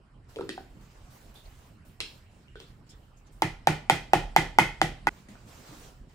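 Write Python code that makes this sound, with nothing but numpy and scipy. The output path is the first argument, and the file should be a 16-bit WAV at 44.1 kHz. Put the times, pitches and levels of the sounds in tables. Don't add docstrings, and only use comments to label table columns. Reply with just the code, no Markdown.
import sys
import numpy as np
from scipy import signal
from scipy.fft import rfft, irfft, next_fast_len
from scipy.io import wavfile
from scipy.ndimage import uniform_filter1d

SR = 44100
rng = np.random.default_rng(int(sys.argv[2]) if len(sys.argv) > 2 else 0)


def wav_record(signal):
    frames = np.transpose(np.atleast_2d(signal))
    bounded = np.clip(frames, -1, 1)
    quanta = np.round(bounded * 32767).astype(np.int16)
    wavfile.write(sys.argv[1], SR, quanta)


def boost_factor(decibels):
    exponent = np.asarray(decibels, float) / 20
    return 10 ** exponent


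N = 271028
SCENE_CHANGE_S = 5.0925


def unit(x):
    return x / np.sqrt(np.mean(x ** 2) + 1e-20)


def along(points, hz, column=1):
    p = np.transpose(points)
    return np.interp(np.log(hz + 1), np.log(p[0] + 1), p[column])


def curves(rows):
    s, *cols = np.transpose(rows)
    return [np.interp(np.arange(N) / SR, s, c) for c in cols]


def add(out, x, s):
    part = out[:, round(s * SR):][:, :x.shape[1]]
    part += x[:, :part.shape[1]]


# f/Hz, left-right likeness [0..1]
COHERENCE = [(40, 1), (300, 0.9), (1000, 0.17), (3000, 0.24), (10000, 0.21)]


def rush(spectrum, patchy_db):
    z = signal.stft(rng.standard_normal((2, N)), nperseg=512)[2]
    field = rng.standard_normal(z.shape[1:])
    for axis in (0, 1):
        field = uniform_filter1d(field, size=8, axis=axis)
    pair = signal.istft(z * boost_factor(patchy_db * unit(field)), nperseg=512)[1][:, :N]
    m = next_fast_len(N + 8192)
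    hz = np.fft.rfftfreq(m, 1 / SR)
    turn = np.arccos(np.clip(along(COHERENCE, hz), 0, 1)) / 2
    shaped = rfft(pair, m) * boost_factor(along(spectrum, hz))
    mid, side = irfft(shaped * [np.cos(turn), np.sin(turn)], m)[:, :N]
    return unit(np.array([mid + side, mid - side]))


def ring(modes, t, rise_cycles, spread_db):
    hz, db, t60 = np.transpose(modes)[:, :, None]
    luck = rng.standard_normal((2, len(modes), 1))
    decay = boost_factor(db + spread_db * luck[0] - 60 * t / t60)
    waves = decay * np.sin(2 * np.pi * hz * (1 + 0.018 * luck[1]) * t)
    swell = 1 - np.exp(-(t * hz / rise_cycles) ** 2)
    return (waves * swell).sum(axis=0)


def click(spectrum, t, smear_s):
    m = 4096
    cep = irfft(np.log(boost_factor(along(spectrum, np.fft.rfftfreq(m, 1 / SR)))), m)
    cep[1:m // 2] *= 2
    cep[m // 2 + 1:] = 0
    pulse = irfft(np.exp(rfft(cep)), m)[:len(t)]
    pulse /= np.abs(pulse).max()
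    contacts = 0.41 * boost_factor(-60 * t / smear_s) * rng.standard_normal(len(t))
    contacts[0] = 1
    return np.array([np.convolve(contacts, pulse[:512])[:len(t)], 1.84 * pulse])


# f/Hz, level/dB, t60/s, left-right likeness [0..1]
STUDIO = [(101, 5.5, 0.4, 0.93), (350, 6, 0.29, 0.77), (910, -12.5, 0.36, 0.33), (1300, -1, 0.27, 0.83),
          (2130, 3.5, 0.29, .3), (4730, 2, 0.34, 0.26), (9550, 3.5, 0.23, .3), (15000, 1.5, 0.25, 0.23)]
# delay t/s, level/dB
WALLS = [(.0085, -10.5), (.0135, -18), (.0185, -18.5), (.024, -28.5), (.03, -20)]


def in_studio(dry, pan_db, wet_db, spot=None):
    lead = 7
    same = 0.35
    field = rng.standard_normal((2, SR // 2))
    if spot is not None:
        field = np.sqrt(same) * spot + np.sqrt(1 - same) * field
    hz, t, z = signal.stft(field, SR, nperseg=256)
    turn = np.arccos(np.clip(along(STUDIO, hz, column=3), 0, 1))[:, None] / 2
    mid, side = np.cos(turn) * z[0], np.sin(turn) * z[1]
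    z = np.array([mid + side, mid - side])
    decay_db = -60 * t / along(STUDIO, hz, column=2)[:, None]
    decay = boost_factor(decay_db) + boost_factor(-20.5 + 0.58 * decay_db)
    tail = signal.istft(z * boost_factor(along(STUDIO, hz))[:, None] * decay, SR, nperseg=256)[1]
    age = np.arange(tail.shape[1]) / SR
    tail *= boost_factor(wet_db - 30) * np.clip((age - 0.003) / 0.0024, 0, 1)
    tail *= np.clip((age[-1] - age) / 0.1, 0, 1)
    for delay, db in WALLS:
        arrival = round(delay * SR) + rng.integers(0, 8, 2)
        tail[[0, 1], arrival] += boost_factor(db + wet_db) * rng.choice([-1, 1])
    heard = signal.fftconvolve(dry[1:], tail, axes=1)
    heard[0, :dry.shape[1]] += dry[0]
    heard[1, lead:lead + dry.shape[1]] += dry[0]
    return heard * boost_factor([[pan_db / 2], [-pan_db / 2]])


# f/Hz, level/dB per Hz
RUMBLE = [(12, -36.5), (20, -7), (43, 3), (59, -7.5), (81, -2.5), (102, -13), (130, -6.5), (170, -38),
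          (290, -120)]
# f/Hz, level/dB per Hz
TONE = [(65, -34.5), (110, 1.5), (256, -7), (435, -14.5), (1280, -18.5), (3160, -25.5), (3420, -32.5),
        (3690, -29.5), (5470, -33.5), (6040, -42.5), (7640, -32.5), (12000, -48.5), (15600, -65),
        (22000, -120)]
# t/s, tone level/dB
STIR = [
    (0, -2.5),
    (.26, -1),
    (.46, 3.5),
    (1.6, 3),
    (2.1, 2),
    (3.4, 0.5),
    (4.1, 8),
    (5.05, 7),
    (5.6, 2.5),
    (6.15, 0),
]
# from t/s, rumble level/dB
SHOTS = [
    (0, -1.5),
    (.27, -0.5),
    (5.0925, 1.5),
]


def studio_air():
    rumble_db, tone_db, shake_db = -54, -60, -45.5
    shake_rise_s, shake_fall_s = 0.08, 0.12
    stir_db, = curves(STIR)
    t = np.arange(N) / SR
    since, shot_db = np.transpose(SHOTS)
    shot_db = shot_db[np.searchsorted(since[1:], t)]
    age = np.clip(t - np.array(BLOWS)[:, :1], 0, None)
    shake = (1 - np.exp(-(age / shake_rise_s) ** 2)) * np.exp(-age / shake_fall_s)
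    shake = shake.sum(axis=0) * (t < SCENE_CHANGE_S)
    rumble = boost_factor(rumble_db + shot_db) + boost_factor(shake_db) * shake
    tone = boost_factor(tone_db + stir_db)
    return rumble * rush(RUMBLE, patchy_db=-2.34) + tone * rush(TONE, patchy_db=-2.87)


# f/Hz, level/dB per Hz
RUSTLE = [(900, 2), (2000, -6), (4500, -7.5), (7500, -8), (9500, -17.5), (12000, -38.5)]
# f/Hz, level/dB per Hz
FIZZ = [(6500, -33), (9000, 3), (12000, 0.5), (15500, 5.5), (17000, -40)]
# start t/s, length t/s, rustle level/dB, fizz over rustle level/dB
SWIPES = [(.24, 0.011, -75, -35), (.275, 0.1, -60, -9.5), (.4, 0.23, -65.5, -7.5), (.68, 0.13, -70, -9),
          (.8, .06, -63.5, -12), (.86, 0.23, -63, -15), (1.09, 0.085, -58.5, -6.5),
          (1.19, 0.11, -62.5, -10), (1.335, 0.037, -59.5, -5), (1.39, 0.28, -62.5, -8.5),
          (1.845, 0.036, -64, -4), (2.03, 0.13, -61.5, -8), (2.28, 0.15, -67.5, -14),
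          (2.59, 0.028, -60.5, -14), (2.67, 0.041, -67.5, -8), (2.86, 0.042, -66, -16),
          (2.93, .14, -72.5, -8), (3.16, 0.035, -74, -8), (3.25, 0.045, -70, -29), (3.3, 0.12, -70.5, -5),
          (5.09, 0.1, -60, -14), (5.282, 0.026, -55.5, -16), (5.33, 0.3, -62, -15), (5.44, .2, -55, -12.5),
          (5.62, 0.24, -52, -12.5), (5.9, 0.062, -68, -12), (6.07, 0.13, -65, -15)]


def sleeves():
    rise_share, settle_t60_s = 0.2, 0.45
    s, length, db, fizz_db = np.transpose(SWIPES)[:, :, None]
    t = np.arange(0, N + 64, 64) / SR
    rise = np.clip((t - s) / (rise_share * length), 0, 1) ** 2
    speed = rise * boost_factor(db - 60 * np.clip(t - s - length, 0, None) / settle_t60_s)
    rustle = np.linalg.norm(speed, axis=0)
    fizz = np.linalg.norm(speed * boost_factor(fizz_db), axis=0)
    rustle, fizz = curves(np.transpose([t, rustle, fizz]))
    return rustle * rush(RUSTLE, patchy_db=1.6) + fizz * rush(FIZZ, patchy_db=3.5)


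# t/s, level/dB, f/Hz, length t/s
CREASES = [(1.352, -56.5, 3550, 0.073), (1.451, -60.5, 4270, 0.028), (1.48, -73, 2920, 0.035),
           (2.557, -59, 3340, 0.088), (2.616, -59.5, 3440, .06), (2.662, -67, 4380, 0.059),
           (2.889, -57.5, 5200, 0.04), (2.893, -58, 7100, 0.031), (2.902, -62, 3400, 0.055),
           (3.17, -66, 6550, .03), (3.265, -63, 6170, 0.019), (3.323, -66.5, 8000, 0.036)]


def creases():
    out, t = np.zeros((2, N)), np.arange(SR // 5) / SR
    for s, db, hz, length in CREASES:
        band = signal.butter(1, [hz * 0.96, hz * 1.06], "bandpass", fs=SR, output="sos")
        noise = unit(signal.sosfilt(band, rng.standard_normal((2, len(t)))))
        envelope = (1 - np.exp(-t / 0.0025)) * np.exp(-(t / length) ** 2)
        add(out, boost_factor(db) * noise * envelope, s)
    return out


# t/s, knock level/dB, knock f/Hz, click level/dB, bright level/dB
TAPS = [
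    (.36, -43, 464, -41.5, -66),
    (0.492, -30.5, 358, -27, -27),
    (2.0039, -47, 456, -20.5, -53),
    (2.6018, -46.5, 445, -41, -63),
]
# t/s, knock level/dB, knock f/Hz, bright level/dB, bright f/Hz
BUMPS = [(.367, -33, 444, -40, 970), (.387, -36, 463, -33, 1300), (0.3944, -26.5, 434, -57, 900),
         (0.4096, -35, 404, -27.5, 950), (.4135, -40, 330, -33.5, 1300), (.423, -40.5, 335, -53, 900),
         (0.435, -41, 348, -58, 990), (0.462, -47, 338, -58, 900), (0.5778, -33, 767, -34, 1500),
         (0.596, -50, 337, -60, 900), (2.5557, -43, 440, -37, 1490), (2.482, -62, 350, -49, 2940),
         (5.286, -43, 202, -46, 2000), (5.354, -54.5, 700, -43, 1500), (5.722, -46.5, 301, -70, 910)]
# f/Hz, level/dB per Hz
CLACK = [(200, -9), (600, -3), (1500, -8.5), (2800, 4), (4300, 0.5), (6000, -7.5), (9000, -8), (15000, -32),
         (17000, -46)]
# f/Hz, level/dB, t60/s
WOOD = [(1350, -13, .02), (1720, -12, .02), (2700, -2, .024), (3394, -2, .022), (3800, -5, .018),
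        (4290, -1, .024), (4800, -4, .018), (5300, -4, .022)]


def taps():
    soft_click_db, hard_bright = -17, 5.23
    out, t = np.zeros((2, N)), np.arange(SR // 12) / SR
    soft = [(*row, row[3] + soft_click_db) for row in BUMPS]
    hard = [(s, db, hz, bright_db, hard_bright * hz, click_db)
            for s, db, hz, click_db, bright_db in TAPS]
    for s, low_db, low_hz, high_db, high_hz, click_db in hard + soft:
        modes = [(low_hz, low_db + 7, 0.035), (high_hz, high_db, 0.016)]
        knock = ring(modes, t, rise_cycles=0.45, spread_db=1)
        free = boost_factor(click_db - 10) * ring(WOOD, t, rise_cycles=0.2, spread_db=2)
        clack = boost_factor(click_db + 3.5) * click(CLACK, t, smear_s=0.0083)
        add(out, in_studio(knock + free + clack, pan_db=-0.5, wet_db=-3.5), s)
    return out


# t/s, peak level/dB, paddle f/Hz, overtone level/dB, slap level/dB
BLOWS = [
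    (3.4207, -11, 852, -12, -15),
    (3.6719, -6, 808, -14, -16.5),
    (3.898, -7, 820, -15, -12.5),
    (4.1339, -4, 801, -16.5, -18.5),
    (4.363, -4.5, 825, -11.5, -15.5),
    (4.586, -3, 863, -8, -15.5),
    (4.8155, -10, 794, -13.5, -14),
    (5.07, -11, 860, -3, -18),
]
# f/Hz, level/dB, t60/s
OVERTONES = [(1500, -1.5, 0.024), (2004, -1, .012), (2100, 0.5, 0.015), (2450, 0, .009), (3110, -1, 0.0068)]
# f/Hz, level/dB per Hz
SLAP = [(60, -27), (300, 1), (700, -2), (2500, 4), (4500, -6), (9000, -13), (15500, -25), (17000, -51.5)]
# f/Hz, level/dB, t60/s
BENCH = [(36.57, -10.5, 0.68), (64.1, -9.5, 0.25), (88, -8, .25), (123.3, -3.5, 0.27), (157, -0.5, 0.27),
         (192.1, -2, .16), (254.6, -10, 0.077), (319.7, -1, 0.18), (340.9, 2, 0.13), (368.5, -3, 0.19)]


def paddle():
    slap_tilt = 0.56
    bench_db, bench_grows = -23, 0.28
    edge_on_db = -1.5
    out, t = np.zeros((2, N)), np.arange(SR // 20) / SR
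    long, spot = np.arange(SR) / SR, rng.standard_normal((2, SR // 2))
    for s, db, hz, over_db, slap_db in BLOWS:
        note = np.sin(2 * np.pi * hz * t)
        note *= (1 - np.exp(-(t / 0.00078) ** 2)) * np.exp(-(t / 0.0051) ** 2)
        tilt = slap_tilt * (slap_db - over_db + 3)
        modes = [(f, g + tilt * np.log2(f / 2000), t60) for f, g, t60 in OVERTONES]
        over = boost_factor(over_db + 1.0) * ring(modes, t, rise_cycles=0.82, spread_db=2.0)
        slap = boost_factor(slap_db + 13.5) * click(SLAP, t, smear_s=0.0073)
        blow = boost_factor(db + 1.5) * (note + over * boost_factor([[edge_on_db], [0]]) + slap)
        add(out, in_studio(blow, pan_db=-1.5, wet_db=-4.0, spot=spot), s)
        bench = boost_factor(bench_db + bench_grows * db) * ring(BENCH, long, rise_cycles=1.87, spread_db=2.0)
        add(out, bench * boost_factor([[-1.3], [1.3]]), s + 0.0011)
    return out * np.clip((SCENE_CHANGE_S - np.arange(N) / SR) / 0.00084, 0, 1)


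def scene():
    background = studio_air() + sleeves() + creases()
    return background * boost_factor([[-1.2], [1.2]]) + taps() + paddle()


def top_cut(x):
    return signal.sosfilt(signal.butter(12, 16810, fs=SR, output="sos"), x)


def record(dry):
    mix = np.clip(dry, -1, 1)
    return top_cut(mix)


dry = scene()
out = record(dry)
wav_record(out)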